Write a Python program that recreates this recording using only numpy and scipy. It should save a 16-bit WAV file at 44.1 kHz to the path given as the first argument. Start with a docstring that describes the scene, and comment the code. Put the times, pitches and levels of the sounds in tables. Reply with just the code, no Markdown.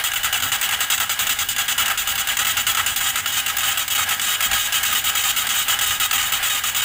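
"""Engine bay, heard close above: a small three-cylinder engine turns on its starter without firing.
At each compression the pinion bites the flywheel ring, often rebounds, grinds under load, then coasts.
Scraping teeth and overtones of the tooth rate, scaled by tooth force, ring the cast housing.
Filtered noise makes the starter whir, block rumble and slow rocking of the car; a decaying tail answers."""
import sys
import numpy as np
from scipy import signal
from scipy.fft import rfft, irfft, next_fast_len
from scipy.io import wavfile
from scipy.ndimage import uniform_filter1d, map_coordinates

SR = 44100
rng = np.random.default_rng(int(sys.argv[2]) if len(sys.argv) > 2 else 0)


def ratio(d):
    """dB to gain"""
    e = np.asarray(d, float) / 20
    return 10 ** e


def waveform_to_disk(signal):
    """Save audio, clipped to [-1, 1], as 16-bit WAV at the path in sys.argv[1]."""
    frames = np.transpose(np.atleast_2d(signal))
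    scaled = np.clip(frames, -1, 1) * 32767
    samples = np.round(scaled).astype(np.int16)
    wavfile.write(sys.argv[1], SR, samples)


N = 302040


def unit(x):
    """Scaled to rms 1."""
    return x / np.sqrt(np.mean(x ** 2) + 1e-20)


def along(points, hz):
    """(Hz, value) points interpolated on a log frequency axis."""
    point_hz, value = np.transpose(points)
    return np.interp(np.log(hz + 1), np.log(point_hz + 1), value)


def wobble(knots_per_s):
    """Smooth random curve through normally distributed knots."""
    return map_coordinates(rng.standard_normal(N // 100), [np.arange(N) * knots_per_s / SR])


def through(x, broad, peaks=()):
    """x through a minimum-phase filter: broad colour plus resonance peaks, ringing after each blow."""
    m = next_fast_len(N + SR // 2) * 2
    hz = np.fft.rfftfreq(m, 1 / SR)
    power = ratio(along(broad, hz)) ** 2
    for centre_hz, width_hz, db in peaks:
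        power = power + ratio(db) ** 2 / (1 + (2 * (hz - centre_hz) / width_hz) ** 2) ** 2
    cepstrum = irfft(np.log(power + 1e-12) / 2, m)
    cepstrum[1:m // 2] *= 2  # folding makes the response causal
    cepstrum[m // 2 + 1:] = 0
    response = np.exp(rfft(cepstrum))
    return irfft(rfft(x, m) * response, m)[:N]


# resonances under the teeth, mostly of housing and block, plus a bright peak near 14.9 kHz: centre_hz,
# width_hz, gain_db
HOUSING_PEAKS = [(797, 70, -9), (1275, 100, -5), (1470, 70, -7), (1940, 120, -6), (2200, 150, -8),
                 (2750, 150, -6), (2955, 95, 3), (3240, 200, -4), (3450, 70, -8), (3750, 160, -5),
                 (4880, 300, -15), (6300, 300, -11), (7055, 200, -5), (7920, 250, -10), (8360, 200, -11),
                 (10230, 60, -15), (14920, 300, -4)]
# broad colour of the casting between them: freq_hz, gain_db
CASTING_COLOUR = [(250, -33), (550, -22.5), (750, -15.5), (1050, -13.5), (1300, -7), (2500, -9.5),
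                  (3500, -11), (4200, -16), (5700, -18), (6600, -11), (8600, -11.5), (9500, -17),
                  (11500, -17.5), (13500, -14.5), (15300, -7.5)]


def gears():
    """Meshing teeth shake the housing; low tone, middle and treble each follow the load in their own way."""
    force_db, low_db = load()
    contact = teeth() * ratio(3.6 * clank())
    swell = np.tanh(wobble(70))  # random swells make the grind lumpy
    low_drive_db = force_db + low_db + 1.0 + 0.51 * swell + 1.04 * np.tanh(wobble(50))
    mid_drive_db = force_db - 1.0 + 0.89 * swell + 0.47 * np.tanh(wobble(50))
    top_drive_db = -19.5 + 0.8 * (force_db + 18) + 1.9 * swell + 2.3 * np.tanh(wobble(40))
    low, mid, top = (ratio(db) * contact for db in (low_drive_db, mid_drive_db, top_drive_db))
    m = next_fast_len(N)
    hz = np.fft.rfftfreq(m, 1 / SR) + 1

    def above(edge_hz):
        """High-pass gain for the crossover between bands."""
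        return 1 / (1 + (edge_hz / hz) ** 8)

    spectrum = rfft(low, m) + above(2350) * rfft(mid - low, m) + above(10500) * rfft(top - mid, m)
    drive = irfft(spectrum, m)[:N]
    return ratio(7.5) * through(drive, CASTING_COLOUR, HOUSING_PEAKS)


RISE_S = 0.0028  # rise of a bite
SLIP_S, SLIP_DB = 0.005, 5  # teeth part just before each bite
LET_GO_S, LET_GO_DB, LINGER_DB = 0.007, 9, 3  # unloading: time, fall, low tone gained relative to force


def load():
    """Tooth force in dB and its low tone: sudden bite, grind, fall while the flywheel runs ahead."""
    (start_s, release_s, unloaded_s, parting_s, next_s), levels_db, low_db = bites()
    times_s = np.sort(np.ravel([start_s + RISE_S, release_s, unloaded_s, parting_s, next_s], "F"))
    forces_db = np.ravel([*levels_db, levels_db[-1] - SLIP_DB], "F")
    loose_db = low_db + LINGER_DB * (unloaded_s - release_s) / LET_GO_S
    tones_db = np.ravel([low_db, low_db, loose_db, loose_db, loose_db], "F")
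    t = np.arange(N) / SR
    return np.interp(t, times_s, forces_db), np.interp(t, times_s, tones_db)


# bites that rebound at once: start_s, blow_db, contact_s
KNOCK_BITES = [(0.115, -14.5, 0.0042), (0.133, -16.0, 0.01), (0.23, -15, 0.0072), (0.325, -13.5, 0.0088),
               (0.399, -16, 0.008), (0.421, -14.0, 0.01), (0.611, -11.0, 0.0059), (0.688, -13.5, 0.0045),
               (0.708, -14.0, 0.0072), (0.976, -13.5, 0.0065), (0.999, -10, 0.0055), (1.266, -13.5, 0.01),
               (1.561, -14.5, 0.005), (1.856, -13.0, 0.0081), (1.878, -12.5, 0.0082),
               (2.071, -14.5, 0.0085), (2.152, -16.0, 0.0077), (2.27, -12.5, 0.0051),
               (2.367, -11.5, 0.0065), (2.446, -14.5, 0.012), (2.746, -13.0, 0.008), (3.155, -11.5, 0.0076),
               (3.257, -13.0, 0.0064), (3.46, -14.5, 0.0083), (3.566, -13.0, 0.0053), (3.582, -15, 0.021),
               (3.604, -15.5, 0.019), (3.772, -13.5, 0.011), (3.877, -13.5, 0.007), (4.087, -13.0, 0.01195),
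               (4.194, -12.0, 0.0047), (4.404, -12.5, 0.0094), (4.511, -9.5, 0.0051), (4.721, -14.5, 0.013),
               (4.829, -12.5, 0.012), (4.911, -12.5, 0.0064), (4.925, -12.5, 0.016), (5.149, -12.5, 0.012),
               (5.467, -14.5, 0.009), (5.787, -13.5, 0.01), (6.109, -10.0, 0.005), (6.212, -13.5, 0.0068),
               (6.319, -12.5, 0.0097), (6.745, -14, 0.011)]
# bites that hold and grind: start_s, force_db, grind_s, loss_db (along the grind), low_tone_db
GRIND_BITES = [(0.037, -13.0, 0.051, 6.5, -4), (0.156, -17.0, 0.025, 0.5, -1.5),
               (0.243, -12.0, 0.033, 5.5, 1), (0.34, -14.0, 0.038, 2.5, 0.5),
               (0.432, -14.5, 0.073, 11.0, 1), (0.516, -13.0, 0.046, 2.5, -0.5),
               (0.626, -12.5, 0.037, 5.0, -1.5), (0.721, -14.0, 0.03, 1.5, 1),
               (0.803, -13.0, 0.045, 4.0, -3.0), (0.899, -11.0, 0.05, 1.5, -3),
               (1.008, -14.5, 0.034, 2.0, 0), (1.092, -12.5, 0.048, 4.5, -3.0),
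               (1.189, -12.5, 0.052, 4.0, -4), (1.291, -13.5, 0.041, 1.0, -2),
               (1.386, -13.0, 0.046, 3.0, -4), (1.485, -13.5, 0.048, 5.0, -8),
               (1.58, -13.0, 0.044, 2.0, -4.5), (1.679, -13.0, 0.049, 3.0, -2),
               (1.777, -12.0, 0.056, 3.0, -2), (1.898, -16.5, 0.023, 0.0, 3.5),
               (1.973, -14.5, 0.051, 2.5, -5), (2.086, -15.5, 0.039, 2.0, -5),
               (2.176, -16.5, 0.043, -1.0, -3), (2.285, -14.5, 0.07, 9.5, -4),
               (2.387, -11.5, 0.043, 6.5, 0), (2.466, -13.0, 0.054, 2.5, -3.0),
               (2.567, -12.5, 0.052, 4.5, -2.5), (2.665, -10.5, 0.056, 4.0, -2.5),
               (2.768, -14.0, 0.043, 0.5, 2.5), (2.86, -12.0, 0.084, 11.5, -4.5),
               (2.959, -11.5, 0.036, 5.5, -4.5), (3.004, -15.0, 0.033, 1.0, -1),
               (3.037, -15.0, 0.068, -1.0, -4), (3.17, -15.0, 0.037, 3.0, -1),
               (3.271, -17.0, 0.04, 1.5, -15), (3.318, -18.0, 0.043, -2.0, -6.5),
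               (3.366, -12.5, 0.039, 3.0, -3.5), (3.477, -14.0, 0.031, 0.5, -3.0),
               (3.63, -14.5, 0.1, 0.0, -2), (3.791, -14.5, 0.04, 2.0, -5), (3.9, -15.5, 0.037, -1.0, -5),
               (3.948, -15.0, 0.023, -0.5, -6.5), (3.977, -11.5, 0.064, 5.5, -1.5),
               (4.107, -13.5, 0.04, 1.5, -1), (4.212, -14.5, 0.042, 1.0, -7),
               (4.261, -15.5, 0.095, -1.5, -3.5), (4.423, -12.5, 0.049, 2.5, -4.5),
               (4.53, -12.0, 0.043, 2.0, -5.5), (4.576, -15.0, 0.1, 2.5, -6.5),
               (4.739, -13.5, 0.047, 0.0, -2.5), (4.849, -13.0, 0.057, 3.0, -5.5),
               (4.948, -13.0, 0.05, 2.0, -4), (5.039, -16.0, 0.062, -4.0, -3.5),
               (5.167, -12.5, 0.062, 4.0, -4.5), (5.236, -15.0, 0.078, -2.5, -4),
               (5.361, -14.5, 0.063, 0.5, -4.5), (5.488, -13.5, 0.045, 2.5, -7),
               (5.538, -15.5, 0.093, -1.0, -4), (5.68, -12, 0.066, 3.5, 0), (5.809, -12.0, 0.041, 3.0, -6),
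               (5.858, -15.5, 0.043, -2, -5.5), (5.905, -12.5, 0.076, 11.0, -3),
               (5.997, -12, 0.028, 2, -2.5), (6.029, -11.0, 0.034, 3.5, -2.5), (6.127, -12, 0.043, 2.5, -2),
               (6.178, -14, 0.029, 0.5, -1.5), (6.225, -14.0, 0.076, 8.0, -1.0),
               (6.333, -12.0, 0.048, 5.5, -1.5), (6.426, -14.0, 0.062, 0.5, -4.5),
               (6.497, -14.5, 0.044, 1, -4.5), (6.545, -13.0, 0.052, 5.5, -2.5),
               (6.635, -14.5, 0.065, 1.5, -3.5), (6.76, -13.0, 0.048, 2.0, -5.0),
               (6.817, -13.5, 0.029, 3, -3.5)]
OPENING_DB = -22.5  # force already fading at the start
KNOCK_LOSS_DB, KNOCK_LOW_DB = 1.5, -2.5  # loss along a knock, its low tone
REBOUND_DB_PER_S, COAST_DB_PER_S = 498, 170  # further fall after a knock, after a grind
COAST_FLOOR_DB = -40  # lowest force before the teeth part


def bites():
    """Every contact in time order: its five moments, force at the first four, low tone."""
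    rows = [(0.00014, OPENING_DB, RISE_S, 0, KNOCK_LOW_DB, COAST_DB_PER_S)]
    rows += [(*knock, KNOCK_LOSS_DB, KNOCK_LOW_DB, REBOUND_DB_PER_S) for knock in KNOCK_BITES]
    rows += [(*grind, COAST_DB_PER_S) for grind in GRIND_BITES]
    start_s, blow_db, length_s, loss_db, low_db, fall_db_per_s = np.transpose(sorted(rows))
    next_s = np.append(start_s[1:], N / SR + SLIP_S)
    parting_s = next_s - SLIP_S
    release_s = np.clip(start_s + length_s, start_s + RISE_S, parting_s)
    unloaded_s = np.minimum(release_s + LET_GO_S, parting_s)
    held_db = blow_db - loss_db
    loose_db = held_db - LET_GO_DB * (unloaded_s - release_s) / LET_GO_S
    coast_db = np.maximum(loose_db - fall_db_per_s * (parting_s - unloaded_s), COAST_FLOOR_DB)
    moments_s = (start_s, release_s, unloaded_s, parting_s, next_s)
    return moments_s, (blow_db, held_db, loose_db, coast_db), low_db


def clank():
    """Extra force for a few milliseconds as the backlash closes, larger after a deeper coast."""
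    (start_s, *_), (blow_db, *_, coast_db), _ = bites()
    jump_db = blow_db - np.roll(coast_db, 1) + SLIP_DB
    jump = np.zeros(N)
    jump[np.round((start_s + 0.0015) * SR).astype(int)] = np.clip(jump_db, 0, 25) / 25
    decay = np.exp(-np.arange(SR // 20) / (0.0047 * SR))
    return signal.fftconvolve(jump, decay)[:N]


# whine of the mesh: tooth_rate_multiple, relative_db
WHINE_OVERTONES = [(2, -6.5), (3, -11.5), (4, -3.5), (5, -3.5), (6, -5), (7, -4.5), (8, -13), (9, -5.5),
                   (10, -10), (11, -5.5), (12, -4), (13, -8.5), (14, -13), (15, -7), (16, -14)]


def teeth():
    """Unsteady overtones of the tooth rate over flanks that scrape once per tooth."""
    phase = mesh_phase() + 0.02 * wobble(80)
    whine = np.zeros(N)
    for k, db in WHINE_OVERTONES:
        whine += ratio(db + 2.75 * wobble(70)) * np.cos(2 * np.pi * (k * phase + rng.random()))
    contact_gain = ratio(0.46 * rng.standard_normal(N // 20))
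    grit = contact_gain[phase.clip(0).astype(int)]  # each tooth contact scrapes at a random strength
    slide = patchy(rng.standard_normal(N), depth_db=3.5)
    scrape = unit(slide * grit * (1 + 0.36 * np.cos(2 * np.pi * phase)))
    return scrape + ratio(-13) * whine


# tooth rate under load as the battery tires: time_s, teeth_per_s
LABOUR_RATE = [(0, 632), (3.0, 630), (3.6, 612), (6.85, 610)]
SURGE_TEETH_PER_S, SURGE_LAG_S = 110, 0.03  # speed won while coasting
LOADED_DB, UNLOAD_SPAN_DB = -19, 8  # force where the surge begins, fall to full surge
RECOVER_TEETH_PER_S2 = 220  # speed regained along a grind as the piston passes the top


def mesh_phase():
    """Teeth passed so far: crank gains speed coasting, sags under load, recovers along a grind."""
    t = np.arange(N) / SR
    start_s, release_s = bites()[0][:2]
    free = np.clip((LOADED_DB - load()[0]) / UNLOAD_SPAN_DB, 0, 1)
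    lag = np.exp(-1 / (SURGE_LAG_S * SR))
    surge = signal.lfilter([1 - lag], [1, -lag], free)
    latest = np.searchsorted(start_s, t, "right") - 1
    recovered = RECOVER_TEETH_PER_S2 * (np.minimum(t, release_s[latest]) - start_s[latest])
    rate = np.interp(t, *np.transpose(LABOUR_RATE)) + SURGE_TEETH_PER_S * surge
    rate = rate + uniform_filter1d(recovered, size=800)
    return np.cumsum(rate) / SR


def patchy(x, depth_db):
    """Random gain over time and frequency: narrow regions of pitch light up for a moment."""
    z = signal.stft(x, nperseg=512)[2]
    field = uniform_filter1d(rng.standard_normal(z.shape), size=2, axis=0)
    field = uniform_filter1d(field, size=5, axis=1)
    return signal.istft(z * ratio(depth_db * np.tanh(unit(field))), nperseg=512)[1][:N]


def strain():
    """Smoothed tooth force in dB above -20."""
    return uniform_filter1d(load()[0] + 20, size=900)


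# resonances of the starter body: centre_hz, width_hz, gain_db
STARTER_PEAKS = [(800, 70, -7), (1470, 60, -7), (1635, 60, 4), (2950, 90, -1), (3250, 100, -9)]
# whir between them: freq_hz, gain_db
WHIR_COLOUR = [(300, -28.5), (550, -22), (700, -14.5), (1100, -14.5), (1900, -8.5), (3500, -14.5),
               (4300, -19), (7000, -26.5), (10000, -22), (13000, -28.5), (15000, -17.5)]
# course of the whir: time_s, level_db
WHIR_COURSE = [(0, -30.5), (3.2, -31), (4.5, -28.5), (6.85, -31.5)]


def starter():
    """The motor whirs on through every stroke, louder when it spins free."""
    whir = unit(through(rng.standard_normal(N), WHIR_COLOUR, STARTER_PEAKS))
    level_db = np.interp(np.arange(N) / SR, *np.transpose(WHIR_COURSE))
    unsteady_db = 3.0 * wobble(25) + 0.79 * wobble(5) - 0.15 * strain()
    return ratio(level_db + unsteady_db) * whir


# colour of the rumble: freq_hz, gain_db
RUMBLE_COLOUR = [(50, -32), (65, -0.5), (90, 10), (170, -3.5), (244, 1), (325, -11.5), (450, -14),
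                 (580, -26.5)]
# rings in the rumble: centre_hz, width_hz, gain_db
MOUNT_PEAKS = [(88, 20, 1), (245, 30, -4), (455, 8, 0)]


def block():
    """The block shakes on its mounts, harder under load."""
    rumble = unit(through(rng.standard_normal(N), RUMBLE_COLOUR, MOUNT_PEAKS))
    level_db = -45.5 + 1.3 * wobble(8.9) + 0.22 * strain() + 0.9 * wobble(17)
    return ratio(level_db) * rumble


# slow rocking of the car: freq_hz, gain_db
ROCKING_COLOUR = [(12, -25), (22, 3), (45, 2), (62, 5.5), (80, -32)]
# deep thuds through the car: centre_s, level_db, half_length_s
CAR_THUDS = [(2.684, -51, 0.045), (4.513, -40, .05)]


def car():
    """The car rocks as deep noise, swelling into thuds."""
    t = np.arange(N) / SR
    rocking = unit(through(rng.standard_normal(N), ROCKING_COLOUR))
    sway = ratio(-50.5 + 2.5 * wobble(3.6))
    for centre_s, db, half_length_s in CAR_THUDS:
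        sway = sway + ratio(db) * np.exp(-((t - centre_s) / half_length_s) ** 2)
    return sway * rocking


# decay of the answer: freq_hz, t60_s
BAY_DECAY = [(300, 0.24), (1500, 0.34), (5000, 0.75), (14000, 0.27)]


def bay(x):
    """Answer of bay and workshop: each frequency dies at its own speed."""
    hz, t, z = signal.stft(rng.standard_normal(SR // 2), SR, nperseg=256)
    decay = ratio(-60 * t / along(BAY_DECAY, hz)[:, None])
    tail = signal.istft(z * decay, SR, nperseg=256)[1]
    return signal.fftconvolve(x, tail / np.linalg.norm(tail))[:N]


def scene():
    """Gears with their echo, over starter, block and car."""
    mesh = gears()
    return (mesh + ratio(-17.0) * bay(mesh) + starter() + block() + car())[None]


def top_cut(x):
    """Nothing passes above the cut-off."""
    return signal.sosfilt(signal.butter(12, 16800, fs=SR, output="sos"), x)


TOP_HZ = 15550  # band limit


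def record(dry):
    """A phone rounds off the highest peaks and cuts steeply above its band limit."""
    soft = dry / (1 + np.abs(dry / 0.55) ** 3) ** (1 / 3)
    m = next_fast_len(N + SR)
    over_hz = (np.fft.rfftfreq(m, 1 / SR) - TOP_HZ).clip(0)
    cut_db = np.minimum(0.25 * over_hz, 28 + 0.02 * over_hz)
    mix = irfft(rfft(soft, m) * ratio(-cut_db), m)[:, :N]
    return top_cut(mix)


dry = scene()
out = record(dry)
waveform_to_disk(out)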